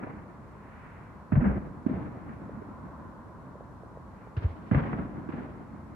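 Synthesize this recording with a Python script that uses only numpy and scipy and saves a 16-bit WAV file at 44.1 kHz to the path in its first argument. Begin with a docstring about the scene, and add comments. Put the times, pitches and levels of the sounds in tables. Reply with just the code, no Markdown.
"""Fireworks burst far away over a city at night, heard from a hillside.
Each burst is a deep thump (a few swelling sine cycles), a deeper boom and a dull crack (short noise), first
straight from the right, then off walls on the left. Noise tails scatter and roll away after it, and far slopes
throw back duller bangs. Low thuds and a few small pops (short sines) join in.
Under it lie the hum of the city, tyres, the swish of passing cars and a faint hiss, all shaped noise."""
import sys
import numpy as np
from scipy import signal
from scipy.fft import rfft, irfft, next_fast_len
from scipy.io import wavfile

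SR = 44100
rng = np.random.default_rng(int(sys.argv[2]) if len(sys.argv) > 2 else 0)


def log_audio(samples):
    """Write samples as a 16-bit WAV file to the path given in sys.argv[1]."""
    # one column per channel
    frames = np.atleast_2d(samples).T
    # limit to full scale, then quantise
    limited = np.clip(frames, -1, 1)
    pcm = np.round(limited * 32767).astype(np.int16)
    wavfile.write(sys.argv[1], SR, pcm)


N = 262395
TIME = np.arange(N) / SR
LEAD_S = 0.025  # silence ahead of each front
CRACK_S_PER_CYCLE = 0.012  # the more a front is smeared, the longer its crack


def amp(db):
    """Turns decibels into a gain."""
    return 10 ** (np.asarray(db) / 20)


def unit(x):
    """Scales to an rms of one."""
    return x / np.sqrt(np.mean(x ** 2) + 1e-20)


def read(points, hz):
    """Reads a table of frequencies and values on a log-frequency axis."""
    table_hz, value = np.transpose(points)
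    return np.interp(np.log(hz + 1), np.log(table_hz), value)


# How alike left and right are in the bangs, their tails and the hiss: (frequency [Hz], correlation [-1 to 1])
BANG_LIKENESS = [(70, 0.93), (150, 0.82), (260, 0.43), (600, 0.8), (900, 0.024), (1250, -0.29),
                 (1550, 0.073), (2000, 0.39), (2600, -0.0045)]


def noise(spectrum, level=1, size=N, tilt_db=0, treble_db=0, likeness=BANG_LIKENESS):
    """Stereo noise that follows a level and is then coloured; the ears are most alike in the bass."""
    count = 2 * next_fast_len(size // 2 + SR // 10)
    hz = np.fft.rfftfreq(count, 1 / SR)
    a, b = rfft(rng.standard_normal((2, size)) * level, count)
    same = np.clip(read(likeness, hz), -.99, .99)
    mid = a * np.sqrt((1 + same) / 2)
    side = b * np.sqrt((1 - same) / 2)
    shelf = np.clip(np.log2((hz + 1) / 2300), 0, 1)  # the treble setting acts fully one octave above 2300 Hz
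    colour_db = read(spectrum, hz) + tilt_db * np.log2(hz + 1) + treble_db * shelf
    colour = unit(amp(colour_db))
    return irfft(np.array([mid + side, mid - side]) * colour)[:, :size]


def flutter(rate_hz, depth_db):
    """A gain that wanders at random between new values, with an rms of one."""
    knots = rng.standard_normal(2000)
    return unit(amp(depth_db * np.interp(TIME * rate_hz, np.arange(len(knots)), knots)))


def add(mix, s, sound):
    """Mixes a stereo sound in at a time, which may lie before the start."""
    at = int(s * SR)
    sound = sound[:, max(-at, 0):]
    part = mix[:, max(at, 0):][:, :sound.shape[1]]
    part += sound[:, :part.shape[1]]


def front_time():
    """Time since a front arrived, with a short silence before it."""
    return np.maximum(np.arange(SR // 4) / SR - LEAD_S, 0)


def thump(db, hz, cycles, pan_db=0):
    """Distance rounds a blast to a few slow cycles; from the side, the nearer ear hears its wave ahead and louder."""
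    roundness = 3.45  # how tightly the thump swells
    ear_lead_s_per_db = 0.000097  # time lead that goes with a level lead
    t = front_time()
    sides_db = np.array([[1], [-1]]) * pan_db / 2  # left, right
    u = t * hz / cycles
    swell = (u * np.exp(1 - u)) ** roundness
    wave = np.sin(2 * np.pi * hz * (t + ear_lead_s_per_db * sides_db))
    return amp(db + sides_db) * swell * wave


# Spectrum of the crack: (frequency [Hz], relative level [dB per Hz])
CRACK_SPECTRUM = [(30, -26), (70, -10), (290, 7), (480, -5.5), (620, -3.5), (830, -9.5), (1500, -5),
                  (2100, -15), (2700, -19.5), (3400, -33.5), (5000, -51.5), (9000, -74)]


def crack(db, decay_s, treble_db):
    """The short dull crack on a pressure front: noise that rises fast and dies away."""
    t = front_time()
    snap = (1 - np.exp(-t / 0.0013)) * np.exp(-t / decay_s)
    return amp(db) * noise(CRACK_SPECTRUM, snap, size=len(t), treble_db=treble_db)


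# Shell bursts; the paths below add to the thump, boom and crack levels:
# (time [s], thump level [dB], thump pitch [Hz], boom level [dB], crack level [dB], crack level off the walls [dB],
#  treble [dB], scatter level [dB], scatter swell [s], scatter time to fall 60 dB [s],
#  scatter tilt [dB per octave], long roll level [dB])
SHELL_BURSTS = [ (-0.04, -46, 240, -52, -42, -43, -13, -40.3, 0.035, 1.35, 2.5, -55),
                (1.320, -15.3, 223, -16, -28.5, -28, -10.5, -28, 0.11, 0.78, -0.6, -40),
                (1.862, -15.5, 247, -42, -40.5, -49, 3, -31.8, 0.045, .68, 0, -37.2),
                (4.712, -14, 184.5, -17, -25.5, -21.5, -3, -31.2, 0.045, 1.03, 3, -34),
                (5.288, -25.5, 263, -47, -38.5, -38, 3.5, -38, 0.038, 0.96, 2, -52)]
# The ways every burst arrives, straight from the right, then off two walls on the left:
# (delay [s], thump level [dB], boom level [dB], boom pitch [Hz], cycles to the crest [count],
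#  crack level [dB], left over right [dB])
BURST_PATHS = [(0, 0, 0, 118, 1.1, -0.5, -8.5), (0.034, -12, 3.5, 88, 0.62, 2.5, 6),
               (0.045, -7, 3, 144, 1.95, -12, 6)]


def bursts():
    """Each shell sends a thump, a deeper boom and a crack along the same three paths."""
    boom_lag_s, boom_pan_share = 0.0059, 0.52  # the boom trails the direct front and leans less to one side
    out = np.zeros((2, N))
    for s, thump_db, hz, boom_db, direct_crack_db, wall_crack_db, treble_db, *_ in SHELL_BURSTS:
        for delay, path_thump_db, path_boom_db, boom_hz, cycles, path_crack_db, pan_db in BURST_PATHS:
            crack_db = wall_crack_db if delay else direct_crack_db
            front = thump(thump_db + path_thump_db, hz, cycles, pan_db)
            front += crack(crack_db + path_crack_db, CRACK_S_PER_CYCLE * cycles, treble_db)
            add(out, s + delay - LEAD_S, front)
            boom = thump(boom_db + path_boom_db, boom_hz, cycles, boom_pan_share * pan_db)
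            add(out, s + max(delay, boom_lag_s) - LEAD_S, boom)
    return out


# The bright wash behind the thud with the sharpest crack:
# (treble [dB], scatter level [dB], swell [s], time to fall 60 dB [s], tilt [dB per octave], long roll level [dB])
BRIGHT_WASH = (9.5, -47, 0.06, 1.6, 3.6, -45.5)


def tails():
    """Lists when each tail starts and how it sounds: one per burst, and the bright wash."""
    return [(s, *tail) for s, _, _, _, _, _, *tail in SHELL_BURSTS] + [(4.364, *BRIGHT_WASH)]


# Spectrum of the scatter, before each tail's tilt and treble: (frequency [Hz], relative level [dB per Hz])
SCATTER_SPECTRUM = [(25, -37.5), (42, 2), (65, -3), (200, 3), (300, -2.5), (450, -8.5), (700, -12),
                    (1000, -16.5), (1500, -22), (2100, -27.5), (2700, -37), (3400, -47.5), (5500, -66.5),
                    (9000, -91.5)]


def scatter():
    """Nearby houses and trees scatter each burst into noise that swells, holds and dies away."""
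    hold = 1.56  # the fall starts after this many swell times
    out = np.zeros((2, N))
    for s, treble_db, scatter_db, swell_s, t60_s, tilt_db, _ in tails():
        t = np.maximum(TIME - s, 0)
        rise = np.minimum(t / swell_s, 1) ** .5
        fall_db = 60 * np.maximum(t - swell_s * hold, 0) / t60_s
        level = rise * amp(scatter_db - fall_db)
        out += noise(SCATTER_SPECTRUM, level, tilt_db=tilt_db, treble_db=treble_db)
    return out * flutter(rate_hz=67, depth_db=3.0)


# Spectrum of the long roll: (frequency [Hz], relative level [dB per Hz])
ROLL_SPECTRUM = [(25, -39), (55, -7), (120, -4), (220, -1), (310, -5), (450, -18.5), (700, -18),
                 (1400, -22.5), (2200, -36.5), (3200, -53), (6000, -78)]


def long_roll():
    """Far hills return a long, low, lumpy roll: the powers of all tails add up in one noise."""
    rise_s, t60_s = 0.085, 5.11
    power = np.zeros(N)
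    for s, *_, roll_db in tails():
        t = np.maximum(TIME - s, 0)
        level = (1 - np.exp(-t / rise_s)) * amp(roll_db - 60 * t / t60_s)
        power += level ** 2
    return noise(ROLL_SPECTRUM, np.sqrt(power)) * flutter(rate_hz=28, depth_db=3.0)


# How alike left and right are in the city and its traffic: (frequency [Hz], correlation [-1 to 1])
CITY_LIKENESS = [(80, 0.93), (220, 0.69), (350, 0.51), (560, 0.84), (1020, 0.76), (1300, 0.088),
                 (1650, 0.17), (2000, .55), (2600, 0.14)]
# Spectrum of the city hum: (frequency [Hz], relative level [dB per Hz])
HUM_SPECTRUM = [(20, -43), (30, -32), (45, -1), (70, 2.5), (200, 0), (400, -9.5), (750, -12.5), (1000, -10),
                (1400, -15), (2000, -30), (2600, -38), (3300, -50.5), (6000, -72)]


def city_hum():
    """The steady low hum of the city."""
    return amp(-47.6755) * noise(HUM_SPECTRUM, likeness=CITY_LIKENESS)


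# Spectrum of the far tyres: (frequency [Hz], relative level [dB per Hz])
TYRE_SPECTRUM = [(300, -24.5), (560, -1), (780, -10.5), (1030, 3.5), (1250, -11), (1500, -10), (2200, -29),
                 (4000, -52)]
# Loudness of the far tyres: (time [s], level [dB])
TYRE_LEVELS = [(0, -66), (1.2, -59), (2.4, -61.5), (2.9, -51), (3.4, -56.5), (4.1, -59), (5.95, -63)]


def far_tyres():
    """Far traffic that comes and goes: noise along a slowly moving level."""
    level_db = np.interp(TIME, *np.transpose(TYRE_LEVELS))
    return noise(TYRE_SPECTRUM, amp(level_db), likeness=CITY_LIKENESS)


# Spectrum of the car swish: (frequency [Hz], relative level [dB per Hz])
SWISH_SPECTRUM = [(500, -26.5), (1200, 2.5), (2000, -1), (2600, -10), (3300, -24), (5000, -44)]
# Passing cars: (time at the loudest [s], level [dB], half length [s])
CAR_PASSES = [(0.85, -55, 0.23), (2.265, -62.5, 0.29), (4.227, -62, 0.092), (5.5, -67, 0.67)]


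def passing_cars():
    """The swish of each passing car swells and fades."""
    power = sum(amp(db) ** 2 / (1 + ((TIME - s) / half_s) ** 2) ** 2 for s, db, half_s in CAR_PASSES)
    return noise(SWISH_SPECTRUM, np.sqrt(power), likeness=CITY_LIKENESS)


# Spectrum of the hiss: (frequency [Hz], relative level [dB per Hz])
HISS_SPECTRUM = [(500, 3.5), (3500, 3), (4300, 4), (5000, -0.5), (5500, 2), (6300, -1.5), (7100, 0.5),
                 (8200, -3), (9600, -1), (10700, -7), (12000, -5.5), (15500, -12)]


def faint_hiss():
    """A faint even hiss: steady noise."""
    return amp(-75.1755) * noise(HISS_SPECTRUM)


# Bangs thrown back by far slopes:
# (time [s], thump level [dB], pitch [Hz], cycles to the crest [count], crack level [dB], wall echo level [dB])
SLOPE_BANGS = [ (0.033, -42, 560, 0.84, -33.5, -20), (0.155, -41, 200, 3.2, -47, -6),
               (1.406, -22, 240, 5.4, -35.5, 3.5), (2.288, -35, 232, 2.8, -43, -3),
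               (2.568, -36, 220, 2.3, -54, -10), (2.614, -37, 390, 2.9, -52, -12),
               (4.892, -34, 225, 1.2, -34.5, 5), (4.985, -26, 198, 1.2, -38, -9)]


def slope_echoes():
    """Smeared, duller bangs come back from the right; a wall on the left repeats each, mostly lower but
    sometimes louder."""
    out = np.zeros((2, N))
    for s, thump_db, hz, cycles, crack_db, wall_db in SLOPE_BANGS:
        # delay s, level dB, pitch ratio, left over right dB
        straight = (0, 0, 1, -6.5)
        off_wall = (0.036, wall_db, 0.82, 5.5)
        for delay, db, ratio, pan_db in (straight, off_wall):
            front = thump(thump_db + db, hz * ratio, cycles, pan_db)
            front = front + crack(crack_db + db, CRACK_S_PER_CYCLE * cycles, treble_db=-15.5)
            add(out, s + delay - LEAD_S, front)
    return out


# Low thuds from straight ahead: (time [s], thump level [dB], pitch [Hz], crack level [dB], treble [dB])
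LOW_THUDS = [(1.357, -20.5, 62, -45, -7), (1.471, -20.5, 68, -46, -2), (3.464, -36.5, 184, -56, -6),
             (4.366, -19.5, 99, -37, 20), (4.438, -15.3, 84, -41.5, 0), (4.815, -24, 150, -40, 4)]


def thuds():
    """Single low pushes of air, alike in both ears, each with a faint crack and a soft smeared echo."""
    echo_s, echo_db = 0.035, -18.5
    out = np.zeros((2, N))
    for s, thump_db, hz, crack_db, treble_db in LOW_THUDS:
        push = thump(thump_db, hz, cycles=1.02)
        add(out, s - LEAD_S, push + crack(crack_db, 0.02, treble_db))
        add(out, s + echo_s - LEAD_S, thump(thump_db + echo_db, hz, cycles=2.4))
    return out


# Small dry pops: (time [s], level at the top of the swell [dB])
SMALL_POPS = [(2.494, -31.3), (3.554, -36), (3.607, -34.5), (3.834, -35.5), (3.972, -34.5), (4.271, -37)]


def pops():
    """Small reports with no bass and no tail: a few cycles of a swelling and fading sine."""
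    t = np.arange(SR // 20) / SR
    u = t / .0014  # the crest comes after 1.4 ms
    swell = (u * np.exp(1 - u)) ** 2
    out = np.zeros(N)
    for s, level_db in SMALL_POPS:
        hz = rng.uniform(504, 548.8)
        out[int(s * SR):][:len(t)] += amp(level_db) * swell * np.sin(2 * np.pi * hz * t)
    return out


def scene():
    """Bursts and their echoes over the night city."""
    fireworks = bursts() + scatter() + long_roll()
    city = city_hum() + far_tyres() + passing_cars() + faint_hiss()
    return fireworks + city + slope_echoes() + thuds() + pops()


def record(dry):
    """The microphone drops the deepest bass; then a low-pass filter limits the treble."""
    bass_cut = signal.butter(8, 39, "highpass", fs=SR, output="sos")
    lean = signal.sosfilt(bass_cut, dry)
    treble_limit = signal.firwin(511, 15700, window=("kaiser", 9), fs=SR)
    return signal.oaconvolve(lean, treble_limit[None], "same")


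dry = scene()
out = record(dry)
log_audio(out)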